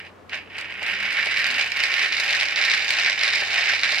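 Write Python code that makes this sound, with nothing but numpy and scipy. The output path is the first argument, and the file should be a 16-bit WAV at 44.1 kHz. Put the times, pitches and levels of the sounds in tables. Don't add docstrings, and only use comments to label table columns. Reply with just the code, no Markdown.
import sys
import numpy as np
from scipy import signal
from scipy.fft import rfft, irfft
from scipy.io import wavfile

SR = 44100
rng = np.random.default_rng(int(sys.argv[2]) if len(sys.argv) > 2 else 0)


def master(y):
    cut = np.clip(np.atleast_2d(y).T, -1, 1)
    pcm = np.round(cut * 32767)
    wavfile.write(sys.argv[1], SR, pcm.astype(np.int16))


N = 176400

# t/s, relative level/dB
PUSH = [(0, -27.5), (.02, -46), (.07, -38.5), (.11, -59), (.27, -82), (.3, -43.5), (.337, -24),
        (.38, -31.5), (.44, -47), (.495, -49), (.505, -41), (.59, -29), (.66, -35), (.79, -33.5),
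        (.89, -23), (.98, -29.5), (1.0, -25), (1.15, -26.5), (1.18, -22.5), (1.25, -25.5), (1.44, -22),
        (1.54, -23.5), (1.61, -20.5), (1.64, -25), (1.7, -30.5), (1.73, -30.5), (1.77, -24.5),
        (1.83, -23.5), (1.92, -25.5), (1.99, -21.5), (2.06, -22), (2.09, -28.5), (2.17, -24.5), (2.25, -23),
        (2.34, -21.5), (2.38, -24.5), (2.43, -24), (2.47, -27.5), (2.555, -27.5), (2.58, -22), (2.68, -23),
        (2.73, -21.5), (2.79, -25), (2.88, -26), (2.9, -24.5), (2.99, -21), (3.04, -27), (3.075, -21),
        (3.1, -25), (3.15, -30), (3.19, -27), (3.215, -21.5), (3.3, -24), (3.42, -23.5), (3.465, -29),
        (3.54, -22), (3.61, -21.5), (3.65, -25.5), (3.7, -21.5), (3.76, -25), (3.785, -29.5), (3.82, -30),
        (3.835, -20.5), (3.89, -24.5), (4.0, -22.5)]
# t/s, share of full speed
CRANK_SPEED = [(0, 0.38), (.35, 0.41), (.5, .15), (.78, .25), (.9, 0.46), (1.2, .6), (1.9, .8),
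               (2.65, 1.009), (4, 1.013)]
# t/s, relative level/dB
GRIT_LEVEL = [(0, 3), (.33, -20), (.59, -7), (.75, -4), (.87, 2), (1.02, -2), (1.42, 1), (1.9, 3.5),
              (2.5, 1), (3.3, 0), (4, -0.5)]
# t/s, relative level/dB
KNOCK_HITS = [(.296, -17), (.50, -31), (1.260, -6.5), (1.270, -4), (1.611, -7), (1.720, -4.5), (1.839, -4),
              (1.941, 3), (2.129, 1), (2.333, 1.5), (2.351, -2.5), (2.399, 0.5), (2.411, 3.5), (2.432, 0),
              (2.486, -2.5), (2.640, 2), (2.738, -1), (2.906, -2), (2.978, -6), (3.062, 1), (3.076, -6),
              (3.120, -2.5), (3.214, -2), (3.736, 1), (3.846, -6)]
SNAP_HITS = [(.583, -10), (1.260, -10), (1.611, -1.5), (1.720, -0.5), (1.837, 5), (2.124, -1.5),
             (2.486, -2.5), (2.737, 3), (2.906, -0.5), (3.047, -2), (3.358, 4), (3.672, 0), (3.795, -1.5),
             (3.946, 0.5)]
CATCH_HITS = [(.296, -16), (.356, -11), (.570, -17), (.587, -5), (.602, -12), (.612, -7), (.707, -16),
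              (.830, -4.5), (.865, -6), (.911, -11), (1.004, -10), (1.128, -2.5), (1.259, -1), (1.385, -3),
              (1.512, 1), (1.719, -3), (1.839, 2.5), (2.035, -4), (2.412, -1), (2.432, -1), (2.907, 6.5),
              (3.358, 1)]
BUMP_HITS = [(.824, -2.5), (1.267, -1), (2.605, -3), (2.805, -11), (3.064, -15), (3.277, -4), (3.425, -1.5),
             (3.597, -7), (3.737, -2), (3.928, -3)]
GROAN_HITS = [(.338, -7), (1.186, 3), (2.345, 1), (2.742, 3), (3.077, 3), (3.428, -2), (3.700, 3.5)]
# f/Hz, relative level/dB
GRIND_TONE = [(40, -40), (200, -49.5), (400, -22.5), (650, -14.5), (810, -14.5), (950, -18), (1080, -15.5),
              (1220, -14.5), (1500, -5), (1750, -1.5), (2000, 0.5), (2300, 0.93), (2850, -1), (3300, -12.5),
              (3900, -17), (4400, -26.5), (4900, -17), (6000, -37.5), (9000, -37), (16000, -47.5)]
CLATTER_TONE = [(100, -47), (700, -15.5), (1200, -20), (1700, 0.5), (2300, 3.5), (3250, -7.5), (3650, 2.5),
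                (4400, -0.5), (4850, -2), (5450, -3.5), (5950, -13), (6650, -11), (7100, -16.5),
                (10000, -27.5), (11500, -50), (16000, -60)]
GRIT_TONE = [(100, -22), (1500, 5), (4500, 6.5), (6000, -1.5), (8000, -3), (9800, -7), (11300, -3),
             (12600, -16.5), (15500, -48)]
KNOCK_TONE = [(100, -68), (750, -18), (1200, -27), (1650, -7), (2150, 0.5), (3200, -5), (4200, -10),
              (5400, -10.5), (7000, -35.5), (11000, -36), (16000, -56)]
SNAP_TONE = [(100, -54), (1500, -9), (2400, 13), (3200, -22), (3800, 4.5), (5200, 2.5), (6000, -17),
             (6800, -8), (8000, -26), (16000, -35)]
CATCH_TONE = [(100, -5), (1500, -6), (4500, 11), (6000, -1.5), (8000, 1), (9800, -9.5), (11200, -5),
              (12600, -19), (15500, -27)]
BUMP_TONE = [(50, -29), (250, -20), (520, -0.5), (800, 3.5), (1000, -4), (1500, -23), (8000, -70)]
GROAN_TONE = [(300, -48), (1250, -19), (1550, -3), (1780, 3.5), (2000, -17), (3000, -33), (8000, -63)]
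WHIRR_TONE = [(100, -40), (500, -18.5), (660, -3), (740, -6), (810, -1.5), (900, -19), (1500, -36.5),
              (8000, -68)]
# f/Hz, relative level/dB, t60/s
CASE_MODES = [(810, -12.5, 0.084), (1082, 3, 0.1), (1680, -11, 0.18), (1836, -3.5, 0.07), (2070, -14, 0.16),
              (2255, -7.5, 0.21), (2320, -10.5, 0.011), (2303, -8, 0.16), (2370, -6.5, 0.084),
              (2550, -6, 0.067), (2750, -18, 0.11), (3600, -1, 0.12), (4000, -0.5, 0.11), (4080, -1, 0.11),
              (4644, -4.5, 0.077), (5010, 0, 0.075)]
# t/s, f/Hz, level/dB
ROTOR_DRONE = [(.85, 196, -66), (1.03, 206.7, -49.5), (1.28, 218, -70), (1.549, 258.7, -50),
               (1.75, 266, -85)]
# f/Hz, level/dB
RIGHT_BIAS = [(100, -7), (500, 1), (1300, -0.6), (2300, 2.5), (3300, 1.5), (4600, 2), (5500, 4.5),
              (6400, 3), (7200, 2.5), (12000, 3)]
# f/Hz, t60/s
ROOM_DECAY = [(200, 0.17), (2000, 0.1), (6000, 0.15), (14000, 0.1)]
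# f/Hz, relative level/dB
AIR_TONE = [(25, -21), (60, -4.5), (130, -2.5), (220, 0), (420, 1.5), (700, -2.5), (1100, -3), (2000, -12),
            (3500, -21), (7000, -31), (15000, -42)]

TEETH_PER_S, CLATTER_PER_S, GRIT_PER_S, TURNS_PER_S = 1200, 700, 450, 1.7
CLATTER_RISE_DB, WHIRR_RISE_DB = 18.5, 26


def gears(judder_hz=30):
    push = amp(curve(PUSH) + .4 * wobble(judder_hz))
    clusters = jumps()
    grind_force = push * unit(clusters ** .25)
    grind = contacts(grind_force * meshing(TEETH_PER_S), rattle_s=.008, chatter=.63, scatter=.57)
    clatter_force = push * amp(CLATTER_RISE_DB * (curve(CRANK_SPEED) - 1)) * clusters
    clatter = contacts(clatter_force * meshing(CLATTER_PER_S), rattle_s=.009, chatter=.67, scatter=.84)
    grit_force = push * amp(curve(GRIT_LEVEL) + 1.8 * wobble(judder_hz)) * clusters
    grit_clicks = grit_force * meshing(GRIT_PER_S, spread_db=4.5)
    grit = contacts(grit_clicks, rattle_s=.01, chatter=1, scatter=3.4)
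    return (amp(-2) * colour(grind, GRIND_TONE)
            + amp(-4.5) * colour(clatter, CLATTER_TONE)
            + amp(-21.5) * colour(grit, GRIT_TONE))


def meshing(full_speed_per_s, spread_db=3.5, jitter=.35):
    rate = full_speed_per_s * (1 + curve(CRANK_SPEED)) / 2
    due = np.flatnonzero(np.diff(np.floor(np.cumsum(rate) / SR)))
    late, force = rng.standard_normal((len(due), 2)).T
    landed = (due + jitter * late * SR / rate[due]).astype(int) % N
    clicks = np.zeros(N)
    clicks[landed] = amp(spread_db * np.minimum(force, 2))
    return unit(clicks * rng.choice([-1, 1], N) / np.sqrt(rate))


def jumps(settle_s=.005):
    kicks = abs(meshing(full_speed_per_s=70, spread_db=1.5))
    settling = signal.lfilter([1], [1, -np.exp(-1 / (settle_s * SR))], kicks)
    return unit(1 + amp(4) * unit(settling))


def contacts(clicks, rattle_s, chatter, scatter, points=14, size=1024):
    turns = np.cumsum(TURNS_PER_S * curve(CRANK_SPEED)) / SR
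    struck = np.floor((turns + .13 * rng.standard_normal(N)) * points) % points
    t = np.arange(size) / SR
    out = np.zeros((2, N))
    for point in range(points):
        rattle = unit_energy(rng.standard_normal((3, size)) * amp(-60 * t / rattle_s))
        response = (t == 0) + chatter * rattle[2] + scatter * rattle[:2]
        out += convolve(clicks * (struck == point), unit_energy(response))
    return out


def backlash():
    return (amp(2) * colour(blows(KNOCK_HITS, scatter=.56), KNOCK_TONE)
            + amp(-.5) * colour(blows(SNAP_HITS, scatter=.7), SNAP_TONE)
            + amp(-8) * colour(blows(CATCH_HITS, scatter=3.2), CATCH_TONE)
            + amp(-7.5) * colour(blows(BUMP_HITS, scatter=.36, width_s=.004), BUMP_TONE))


def blows(hits, scatter, width_s=.0007, size=2048):
    t = (np.arange(size) - size // 2) / SR
    out = np.zeros((2, N))
    for time_s, db in hits:
        noise = rng.standard_normal((3, size)) * np.exp(-(t / width_s) ** 2 / 2)
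        spectrum = rfft(noise[2] + scatter * noise[:2])
        flat_burst = irfft(spectrum / (abs(spectrum) + 1e-12), size)
        start = round(time_s * SR) - size // 2
        out[:, start:start + size] += amp(db) * flat_burst
    return out


def groans():
    return colour(blows(GROAN_HITS, scatter=.56, width_s=.007), GROAN_TONE)


def whirr():
    force = amp(curve(PUSH) + WHIRR_RISE_DB * (curve(CRANK_SPEED) - 1))
    return amp(-25) * colour(force * meshing(TEETH_PER_S), WHIRR_TONE)


def housing(x, size=8192):
    t = np.arange(size) / SR
    ring = np.zeros(size)
    for hz, db, t60 in CASE_MODES:
        decay = amp(-60 * t / t60)
        ring += 2 * amp(db) * decay / decay.sum() * np.cos(2 * np.pi * hz * t)
    return x + convolve(x, ring)


def rotor():
    times, hz, db = np.transpose(ROTOR_DRONE)
    cycles = np.cumsum(curve(np.c_[times, hz])) / SR
    return amp(curve(np.c_[times, db])) * unit(np.sin(2 * np.pi * cycles + .43 * wobble(6)))


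def off_centre(x, right_lead_s=.000045):
    hz = np.fft.rfftfreq(N, 1 / SR)
    side = np.array([[-.5], [.5]])
    gain = amp(side * at_hz(RIGHT_BIAS, hz))
    lead = np.exp(2j * np.pi * hz * side * right_lead_s)
    return irfft(rfft(x) * gain * lead, N)


def room(x, gap_s=.004, size=16384):
    taps = rng.standard_normal((2, size)) * (rng.random((2, size)) < .08)
    taps *= np.arange(size) / SR > gap_s
    hz, t, bands = signal.stft(taps, SR, nperseg=256)
    decay = amp(-60 * t / at_hz(ROOM_DECAY, hz)[:, None])
    tail = signal.istft(bands * decay, SR, nperseg=256)[1]
    return convolve(x, unit_energy(tail))


def room_tone(hum_hz=91, correlation=.42):
    noise = rng.standard_normal((3, N))
    air = colour(np.sqrt(correlation) * noise[2] + np.sqrt(1 - correlation) * noise[:2], AIR_TONE)
    hum = unit(np.sin(2 * np.pi * hum_hz * np.arange(N) / SR + .2 * wobble(3.5)))
    return (amp(-48) * air + amp(-59.5) * hum) * amp([[.9], [-.9]])


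def amp(db):
    return 10 ** (np.asarray(db) / 20)


def unit(x):
    return x / np.sqrt(np.mean(x ** 2) + 1e-20)


def unit_energy(x):
    return x / np.linalg.norm(x, axis=-1, keepdims=True)


def curve(rows):
    return np.interp(np.arange(N) / SR, *np.transpose(rows))


def at_hz(rows, hz):
    f, value = np.transpose(rows)
    return np.interp(np.log(hz + 1), np.log(f + 1), value)


def convolve(x, response):
    return signal.fftconvolve(np.atleast_2d(x), np.atleast_2d(response), axes=1)[:, :N]


def colour(x, tone, size=4096):
    log_gain = np.log(amp(at_hz(tone, abs(np.fft.fftfreq(size, 1 / SR)))))
    spectrum = np.exp(np.conj(signal.hilbert(log_gain)))
    return convolve(x, unit_energy(np.fft.ifft(spectrum).real[:size // 2]))


def wobble(hz):
    f = np.fft.rfftfreq(N, 1 / SR) / hz
    return unit(irfft(rfft(rng.standard_normal(N)) * f * np.exp(-f ** 2 / 2), N))


def scene():
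    generator = housing(gears() + whirr() + groans() + backlash())
    return off_centre(generator + amp(-7.5) * room(generator)) + rotor() + room_tone()


def record(dry):
    lowpass = signal.firwin(511, 15700, window=("kaiser", 9), fs=SR)
    return signal.oaconvolve(dry, lowpass[None], "same")


dry = scene()
out = record(dry)
master(out)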